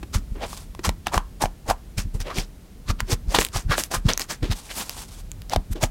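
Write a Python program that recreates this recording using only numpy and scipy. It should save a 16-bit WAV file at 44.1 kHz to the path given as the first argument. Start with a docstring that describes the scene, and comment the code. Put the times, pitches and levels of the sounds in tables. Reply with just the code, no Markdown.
"""Two hands press, fold and stretch a lump of soft slime on a wooden table, close to one microphone.
Each squeeze drives trapped air out through wet gaps: a squelch of filtered noise and tiny ringing bubbles.
Single bubbles snap and ring, sticky threads tick, and stretched slime peels with a fine fizz of noise.
Pushes thump the table with sinking bass, and it sways and rumbles in a small quiet room."""
import sys
import numpy as np
from scipy import signal
from scipy.fft import rfft, irfft
from scipy.io import wavfile
from scipy.ndimage import uniform_filter1d

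SR = 44100
rng = np.random.default_rng(int(sys.argv[2]) if len(sys.argv) > 2 else 0)


def dump_mix(stems):
    """Bounce the given channels to the path in sys.argv[1] as a 16-bit WAV at rate SR."""
    frames = np.atleast_2d(stems).T  # one column per channel
    limited = np.clip(frames, -1, 1)  # hard clip at full scale
    pcm = np.round(limited * 32767).astype(np.int16)
    wavfile.write(sys.argv[1], SR, pcm)


N = 260190  # length in samples
TIME = np.arange(N) / SR  # seconds


def from_db(db):
    """Turn decibels into an amplitude factor."""
    return 10 ** (np.asarray(db) / 20)


def rms_one(x):
    """Scale a sound to an rms (average strength) of 1."""
    return x / np.sqrt(np.mean(x ** 2) + 1e-20)


def with_energy(x, energy):
    """Scale a sound so that its squared samples add up to the given energy."""
    return x * np.sqrt(energy / (np.sum(x ** 2) + 1e-20))


def add(out, start_s, sound):
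    """Mix a sound in at its start time, dropping what falls outside the scene."""
    at = round(start_s * SR)
    first, last = max(at, 0), min(at + len(sound), N)
    out[first:last] += sound[first - at:last - at]


def cut(x, hz, kind, order=1):
    """Filter out what lies above ("low") or below ("high") a frequency."""
    sos = signal.butter(order, min(hz, .48 * SR), kind, fs=SR, output="sos")
    return signal.sosfilt(sos, x)


def resonate(x, hz, q):
    """Ring at one frequency, with gain 1 at the peak; a higher q rings longer."""
    b, a = signal.iirpeak(min(hz, .4 * SR), max(q, 1), fs=SR)
    return signal.lfilter(b, a, x)


def soften(x, edge_hz, low_hz):
    """Shape noise like a wet tear: treble falls past an edge, faster an octave up; the bass is thinned."""
    for corner_hz in (edge_hz, 2 * edge_hz):
        pole = np.exp(-2 * np.pi * corner_hz / SR)
        x = signal.lfilter([1 - pole], [1, -pole], x)
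    return cut(x, low_hz, "high")


def coloured(x, points):
    """Shape the spectrum of a noise through (f/Hz, level/dB) points, and set its rms to 1."""
    hz, db = np.transpose(points)
    bins_hz = np.maximum(np.fft.rfftfreq(N, 1 / SR), 1)
    gain = from_db(np.interp(np.log(bins_hz), np.log(hz), db))
    return rms_one(irfft(rfft(x) * gain, N))


def grains(size, per_s, spread_db):
    """Make noise from many tiny films tearing, each with a strength of its own."""
    film = np.cumsum(rng.random(size) < per_s / SR)  # number of the film now tearing
    strength = from_db(spread_db * np.clip(rng.standard_normal(size + 1), -2, 2))
    return rng.standard_normal(size) * strength[film]


def bubbles(size, hz, per_s, scatter, q, count=9):
    """Small bubbles burst at random and ring briefly, their pitches scattered (in octaves) around hz."""
    out = np.zeros(size)
    for octaves in np.linspace(-scatter, scatter, count) + rng.normal(0, 0.067, count):
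        bursts = (rng.random(size) < per_s / count / SR) * rng.standard_normal(size)
        ring = resonate(bursts + 1e-18, hz * 2 ** octaves, q)
        out += ring / (1 + (2 * octaves / scatter) ** 2)  # pitches far from hz are weaker
    return cut(out, 3.3 * hz, "low", order=2)


def background():
    """A quiet steady noise, strongest in the bass, lies under everything."""
    # spectrum of the noise: (f/Hz, level/dB)
    floor_colour = [(200, -7), (400, -13), (1000, -24.5), (16000, -34.5)]
    return from_db(-50.5) * coloured(rng.standard_normal(N), floor_colour)


def room(x, mid_t60=0.21, top_t60=0.19, mid_db=-16.5, top_db=-25, low_hz=550, split_hz=1600):
    """Many blurred echoes make a faint tail; its treble dies first (t60: seconds to fall by 60 dB)."""
    t = np.arange(SR // 2) / SR
    mid = cut(cut(rng.standard_normal(len(t)), split_hz, "low", order=2), low_hz, "high", order=2)
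    top = cut(rng.standard_normal(len(t)), split_hz, "high")
    mid = from_db(mid_db) * with_energy(mid * from_db(-60 * t / mid_t60), 2 * split_hz / SR)
    top = from_db(top_db) * with_energy(top * from_db(-60 * t / top_t60), 1)
    return signal.fftconvolve(x, mid + top)[:N]


def rumble(offset_db=-4):
    """The table murmurs under the moving hands: low noise that swells and sinks with their weight."""
    # weight of the hands working on the table: (t/s, level/dB before the offset)
    lean = [(0, -32), (1.9, -38.5), (2.7, -39.5), (3.3, -35), (4.7, -42), (5.4, -32), (5.9, -38)]
    # spectrum of the murmur: (f/Hz, level/dB)
    rumble_colour = [(15, -27.5), (36, 6), (110, -10), (200, -14.5), (350, -29.5), (1500, -49)]
    s, db = np.transpose(lean)
    level = from_db(np.interp(TIME, s, db) + offset_db)
    return level * coloured(rng.standard_normal(N), rumble_colour)


def pushes(width_cycles=1.0, sag=0.43, sway_hz=35, sway_t60=0.23, board_hz=190, board_t60=0.16,
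           board_db=-16):
    """A soft push gives a swing or two of sinking bass; the board rings briefly and the table sways on."""
    # pushes that reach the table: (t/s, thump level/dB, thump f/Hz before it sinks)
    table_pushes = [(0.164, -13, 87), (0.32, -25, 97), (0.89, -12.5, 75.7), (1.173, -17, 82),
                    (1.443, -18, 134.8), (1.697, -22.5, 94), (1.986, -17.5, 101), (2.061, -21.5, 85),
                    (2.153, -19.5, 112.3), (2.21, -26, 101), (2.385, -17.5, 171), (2.905, -12.5, 98.7),
                    (3.031, -23, 111.5), (3.133, -12, 117.7), (3.287, -18.5, 61), (3.392, -18.5, 144.7),
                    (3.564, -18.5, 107.6), (3.666, -19, 100), (3.702, -15, 118.2), (3.978, -23, 92),
                    (4.062, -8, 122.8), (4.434, -16.5, 102), (4.507, -13, 104.2), (5.573, -13.5, 86.5),
                    (5.715, -19, 86.5), (5.84, -11.5, 122.5)]
    usual_push_db, usual_sway_db = -14.5, -17.5
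    sway_follows = 0.38  # share of a harder push's extra dB that reaches the sway
    out, t = np.zeros(N), np.arange(-SR // 25, SR // 2) / SR  # t = 0 at the push
    after = np.maximum(t, 0)
    for s, db, hz in table_pushes:
        contact = (1 + np.tanh(hz * t + 1)) / 2  # smooth onset
        falling_hz = hz * np.exp(-sag * np.tanh(hz * t + 0.33))
        phase = 2 * np.pi * np.cumsum(falling_hz) / SR
        thump = np.cos(phase + rng.uniform(0, 2 * np.pi)) / np.cosh(2 * t * hz / width_cycles)
        board = rms_one(cut(resonate(rng.standard_normal(len(t)), board_hz, 3.4), 243, "low", order=2))
        board *= from_db(board_db - 60 * after / board_t60) * contact
        sway_db = usual_sway_db + sway_follows * (db - usual_push_db)
        sway = np.sin(2 * np.pi * sway_hz * t) * from_db(sway_db - 60 * after / sway_t60) * contact
        add(out, s + t[0], from_db(db) * (thump + board) + sway)
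    return out


def peeling(offset_db=-1, edge_s=0.037, catch_db=6, catch_s=0.016):
    """Stretched slime catches and lets go in countless tiny threads: a fizz of unsteady level."""
    # slime peeling off skin and wood, one list for each peel: (t/s, level/dB before the offset)
    peels = [
        [(0.45, -48), (0.5, -37.5), (0.58, -41), (0.65, -57)],
        [(4.55, -46), (4.8, -38), (4.87, -42.5), (5.025, -39), (5.08, -50.5), (5.19, -45.5)],
    ]
    # spectrum of the fizz: (f/Hz, level/dB)
    peel_colour = [(200, -5), (900, 8.5), (1800, 0), (3500, 4), (8700, 4), (16000, -7)]
    level = np.zeros(N)
    for rows in peels:
        s, db = np.transpose(rows)
        # fade in before the first point and out after the last
        contact = np.clip(np.minimum(TIME - s[0], s[-1] - TIME) / edge_s + 1, 0, 1)
        level += contact * from_db(np.interp(TIME, s, db) + offset_db)
    catches = np.interp(TIME / catch_s, np.arange(N), rng.uniform(-1, 1, N))
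    fizz = coloured(grains(N, per_s=6900, spread_db=4.0), peel_colour)
    return level * from_db(catch_db * catches) * fizz


def threads(wet, per_s=32, tick_db=9, spread_db=4, follow=0.97, busy_db=-30, span_s=.05):
    """Sticky threads part with faint ringing ticks, oftener and louder while the slime is moving."""
    power = np.maximum(uniform_filter1d(wet ** 2, int(span_s * SR)), 0)
    motion = np.sqrt(power) / from_db(busy_db)  # 1 when the wet sound is at busy_db
    parting = rng.random(N) < per_s * np.minimum(np.sqrt(motion), 1.5) / SR
    spread = spread_db * np.clip(rng.standard_normal(N), -2, 1.5)
    size = from_db(busy_db + tick_db + spread) * motion ** follow
    ticks = parting * size * rng.choice([-1, 1], N)
    pitches_hz = np.geomspace(1500, 9000, 6)
    dealt = rng.integers(0, len(pitches_hz), N)  # which pitch each tick gets
    out = np.zeros(N)
    for k, hz in enumerate(pitches_hz):
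        ring = resonate(ticks * (dealt == k) + 1e-18, hz, 6.0)
        # a low tick rings longer and needs a harder kick to stand as tall
        out += ring * SR / (2 * np.pi * hz)
    return out


def pops(cycles=9, film_s=0.00069, rise=0.034, crack_length=1.0):
    """A film cracks and spatters, and the opened bubble rings a few cycles, rising slightly in pitch."""
    # bubbles that snap: (t/s, crack level/dB, cavity f/Hz, cavity level/dB);
    # 0 dB is the energy of one millisecond at rms 1
    snapping_bubbles = [(0.0296, -28, 310, -25), (0.5305, -31, 1120, -28.5), (0.7494, -35.5, 1040, -32),
                        (0.7922, -30, 340, -22.5), (0.8916, -13, 910, -16), (1.0691, -13, 694, -21),
                        (1.178, -13, 1040, -7.5), (1.4381, -28, 790, -8.5), (1.4564, -21, 690, -15.5),
                        (1.7001, -19, 765, -10), (1.709, -22, 745, -7.5), (2.2036, -30, 5730, -32),
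                        (2.385, -21, 2200, -23.5), (3.0041, -14.5, 1000, -22), (3.3463, -16, 960, -9),
                        (3.3866, -4, 432, -9), (3.413, -16, 2740, -17), (3.4192, -17, 1000, -19),
                        (3.4492, -12, 7640, -14.5), (3.4661, -24.5, 6000, -37), (3.487, -31, 9500, -41),
                        (3.5614, -21, 784, -20), (3.7805, -14.5, 590, -13.5), (3.837, -16.5, 7440, -22),
                        (4.1348, -31, 5940, -13), (4.1763, -13, 6260, -12), (4.196, -17.5, 8200, -25),
                        (4.2178, -22.5, 5160, -20), (4.8951, -19.5, 5000, -23), (5.3167, -30.5, 6900, -26),
                        (5.4193, -34.5, 5000, -48), (5.4972, -27.5, 6000, -38), (5.5345, -20, 820, -10),
                        (5.561, -14, 688, -8.5), (5.8369, -12, 700, -15.5)]
    crack_edge_hz, crack_follows = 3500, 0.54  # edge for a 1 kHz bubble; higher bubbles crack brighter
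    crack_low_ratio = 0.21  # a crack holds little below this share of its bubble's pitch
    spatter_db, spatter_t60_s = -16, 0.049  # the burst film settles; level relative to the crack
    out, t = np.zeros(N), np.arange(SR // 16) / SR
    millisecond = SR / 1000  # in samples
    for s, crack_db, hz, cavity_db in snapping_bubbles:
        life = cycles / hz + film_s  # seconds for the ring to fall by 60 dB
        edge_hz, low_hz = crack_edge_hz * (hz / 1000) ** crack_follows, crack_low_ratio * hz
        snap = rng.standard_normal(len(t)) * from_db(-60 * t / (crack_length * life))
        spatter = grains(len(t), per_s=1500, spread_db=2.0) * from_db(-60 * t / spatter_t60_s)
        rising_hz = hz * (1 + rise * (np.minimum(2 * t / life, 1) - .5))
        phase = 2 * np.pi * np.cumsum(rising_hz) / SR
        ring = np.sin(phase) * from_db(-60 * t / life) * (1 - np.exp(-2 * hz * t))
        parts = [(soften(snap, edge_hz, low_hz), crack_db),
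                 (soften(spatter, edge_hz, low_hz), crack_db + spatter_db), (ring, cavity_db)]
        add(out, s, sum(from_db(db) * with_energy(x, millisecond) for x, db in parts))
    return out


def squelches(swell_shape=1.56, fade_shape=1.326, glide=.12):
    """Air sputters out as tiny bubbles: low in the pocket under the finger, high in the slit it leaves by."""
    # air squeezed out of a pocket through a slit, levels before the shares below: (peak t/s, swell t/s,
    # fade t/s, pocket f/Hz, pocket level/dB, slit f/Hz, slit level/dB)
    squeezes = [(0.148, 0.018, 0.037, 1200, -32, 5950, -27.5), (0.36, .015, 0.097, 353, -39.5, 1580, -49),
                (0.44, 0.038, .024, 636, -28.5, 2720, -32), (0.85, .013, 0.045, 1040, -23.5, 5440, -23.5),
                (1.07, .012, 0.033, 760, -31.5, 3430, -34), (1.146, 0.025, 0.044, 860, -21, 6700, -28.5),
                (1.422, 0.017, 0.04, 870, -22, 6500, -24.5), (1.705, 0.031, 0.025, 777, -20.5, 6550, -27),
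                (1.983, .011, 0.046, 2220, -35.5, 6100, -27.5), (2.147, 0.0095, .038, 407, -39, 8050, -44),
                (2.212, 0.017, 0.025, 1990, -42, 5140, -34), (2.275, 0.033, 0.042, 484, -33.5, 2600, -38),
                (2.308, 0.031, 0.037, 1090, -32, 3460, -43), (2.386, 0.051, 0.053, 326, -33, 4550, -28.5),
                (2.904, 0.029, 0.019, 1240, -27.5, 4770, -28.5),
                (3.004, 0.017, 0.014, 1340, -37, 3450, -37.5), (3.13, 0.047, .02, 332, -26.5, 6000, -23),
                (3.325, .044, 0.046, 594, -36.5, 5500, -35), (3.35, .011, 0.035, 993, -23, 3360, -14.5),
                (3.408, .034, .058, 320, -33, 7700, -23), (3.564, 0.035, 0.053, 1210, -32.5, 5900, -27),
                (3.721, 0.027, 0.048, 1376, -19.5, 4100, -26), (3.797, 0.037, .04, 606, -44, 8000, -23.5),
                (3.85, 0.032, 0.031, 1050, -65, 10000, -38.5), (3.917, 0.011, 0.047, 632, -31, 6160, -30.5),
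                (3.946, .024, 0.0365, 1134, -25, 6560, -24), (4.067, .02, 0.032, 1010, -45, 4870, -38.5),
                (4.088, .005, 0.053, 447, -26.5, 3170, -18.5),
                (4.207, .015, 0.041, 1100, -37.5, 6100, -28.5),
                (4.309, 0.022, 0.047, 1360, -35, 5600, -27.5), (4.43, 0.008, .08, 326, -29, 3100, -34.5),
                (4.524, .025, 0.019, 1540, -38.5, 4070, -26.5), (4.713, 0.021, 0.015, 2300, -34, 4000, -38),
                (4.785, .06, .06, 1300, -59, 9600, -30.5), (4.812, 0.024, 0.034, 854, -40, 3300, -31.5),
                (5.535, 0.031, 0.021, 696, -30, 3800, -28.5), (5.732, .023, .008, 560, -62, 9600, -36),
                (5.761, 0.01, 0.039, 377, -32, 3200, -43.5), (5.833, 0.022, 0.03, 710, -22.5, 6400, -22.5)]
    # shares are relative to the opening's level; edges are multiples of its pitch
    pocket_sputter_db, pocket_edge_ratio, gurgle_db = -5.5, 1.12, -1
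    slit_sputter_db, slit_edge_ratio, fizz_db = -2.5, 0.86, -3.5
    lump_hz, lump_db = 224, -12.5  # the lump wobbles as air leaves; level relative to the slit
    out = np.zeros(N)
    for s, swell, fade, pocket_hz, pocket_db, slit_hz, slit_db in squeezes:
        t = np.arange(-2 * swell, 2 * fade, 1 / SR)  # t = 0 at the strongest flow
        drop = np.where(t < 0, abs(t / swell) ** swell_shape, abs(t / fade) ** fade_shape)
        flow = from_db(-20 * drop)
        slop = soften(grains(len(t), per_s=1100, spread_db=2.5),
                      pocket_edge_ratio * pocket_hz, low_hz=0.15 * pocket_hz)
        sputter = soften(grains(len(t), per_s=1500, spread_db=1.5),
                         slit_edge_ratio * slit_hz, low_hz=142)
        gurgle = bubbles(2 * len(t), pocket_hz, per_s=1300, scatter=0.62, q=7.7)
        gurgle = cut(gurgle, .5 * pocket_hz, "high", order=2)
        fizz = bubbles(2 * len(t), slit_hz, per_s=2500, scatter=0.84, q=4.8)
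        wobble = resonate(rng.standard_normal(len(t)), lump_hz, 1.46)
        wobble = cut(wobble, 2 * lump_hz, "low", order=2)
        # the gaps shrink as they empty, so their pitch rises: play the bubbles ever faster
        clock = np.cumsum(np.exp(glide * np.clip(t / (swell + fade), -1, 1)))
        gurgle, fizz = (np.interp(clock, np.arange(len(x)), x) for x in (gurgle, fizz))
        parts = [(slop, pocket_db + pocket_sputter_db), (gurgle, pocket_db + gurgle_db),
                 (sputter, slit_db + slit_sputter_db), (fizz, slit_db + fizz_db),
                 (wobble, slit_db + lump_db)]
        energy = np.sum(flow ** 2)
        add(out, s + t[0], sum(from_db(db) * with_energy(x * flow, energy) for x, db in parts))
    return out


def scene():
    """Mix the slime and its room tail with the table sounds and the background noise."""
    wet = squelches() + peeling()
    slime = wet + threads(wet) + pops()
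    return (slime + room(slime) + pushes() + rumble() + background())[None]


def record(dry, microphone_hz=15500, cutoff_hz=16000):
    """The input rounds off loud peaks; the treble rolls off and is then cut sharply."""
    top = .54  # the rounded peaks stay below this
    rounded = dry / (1 + (dry / top) ** 4) ** (1 / 4)
    dulled = cut(rounded, microphone_hz, "low", order=2)
    return signal.sosfilt(signal.ellip(10, .1, 80, cutoff_hz, fs=SR, output="sos"), dulled)


dry = scene()
out = record(dry)
dump_mix(out)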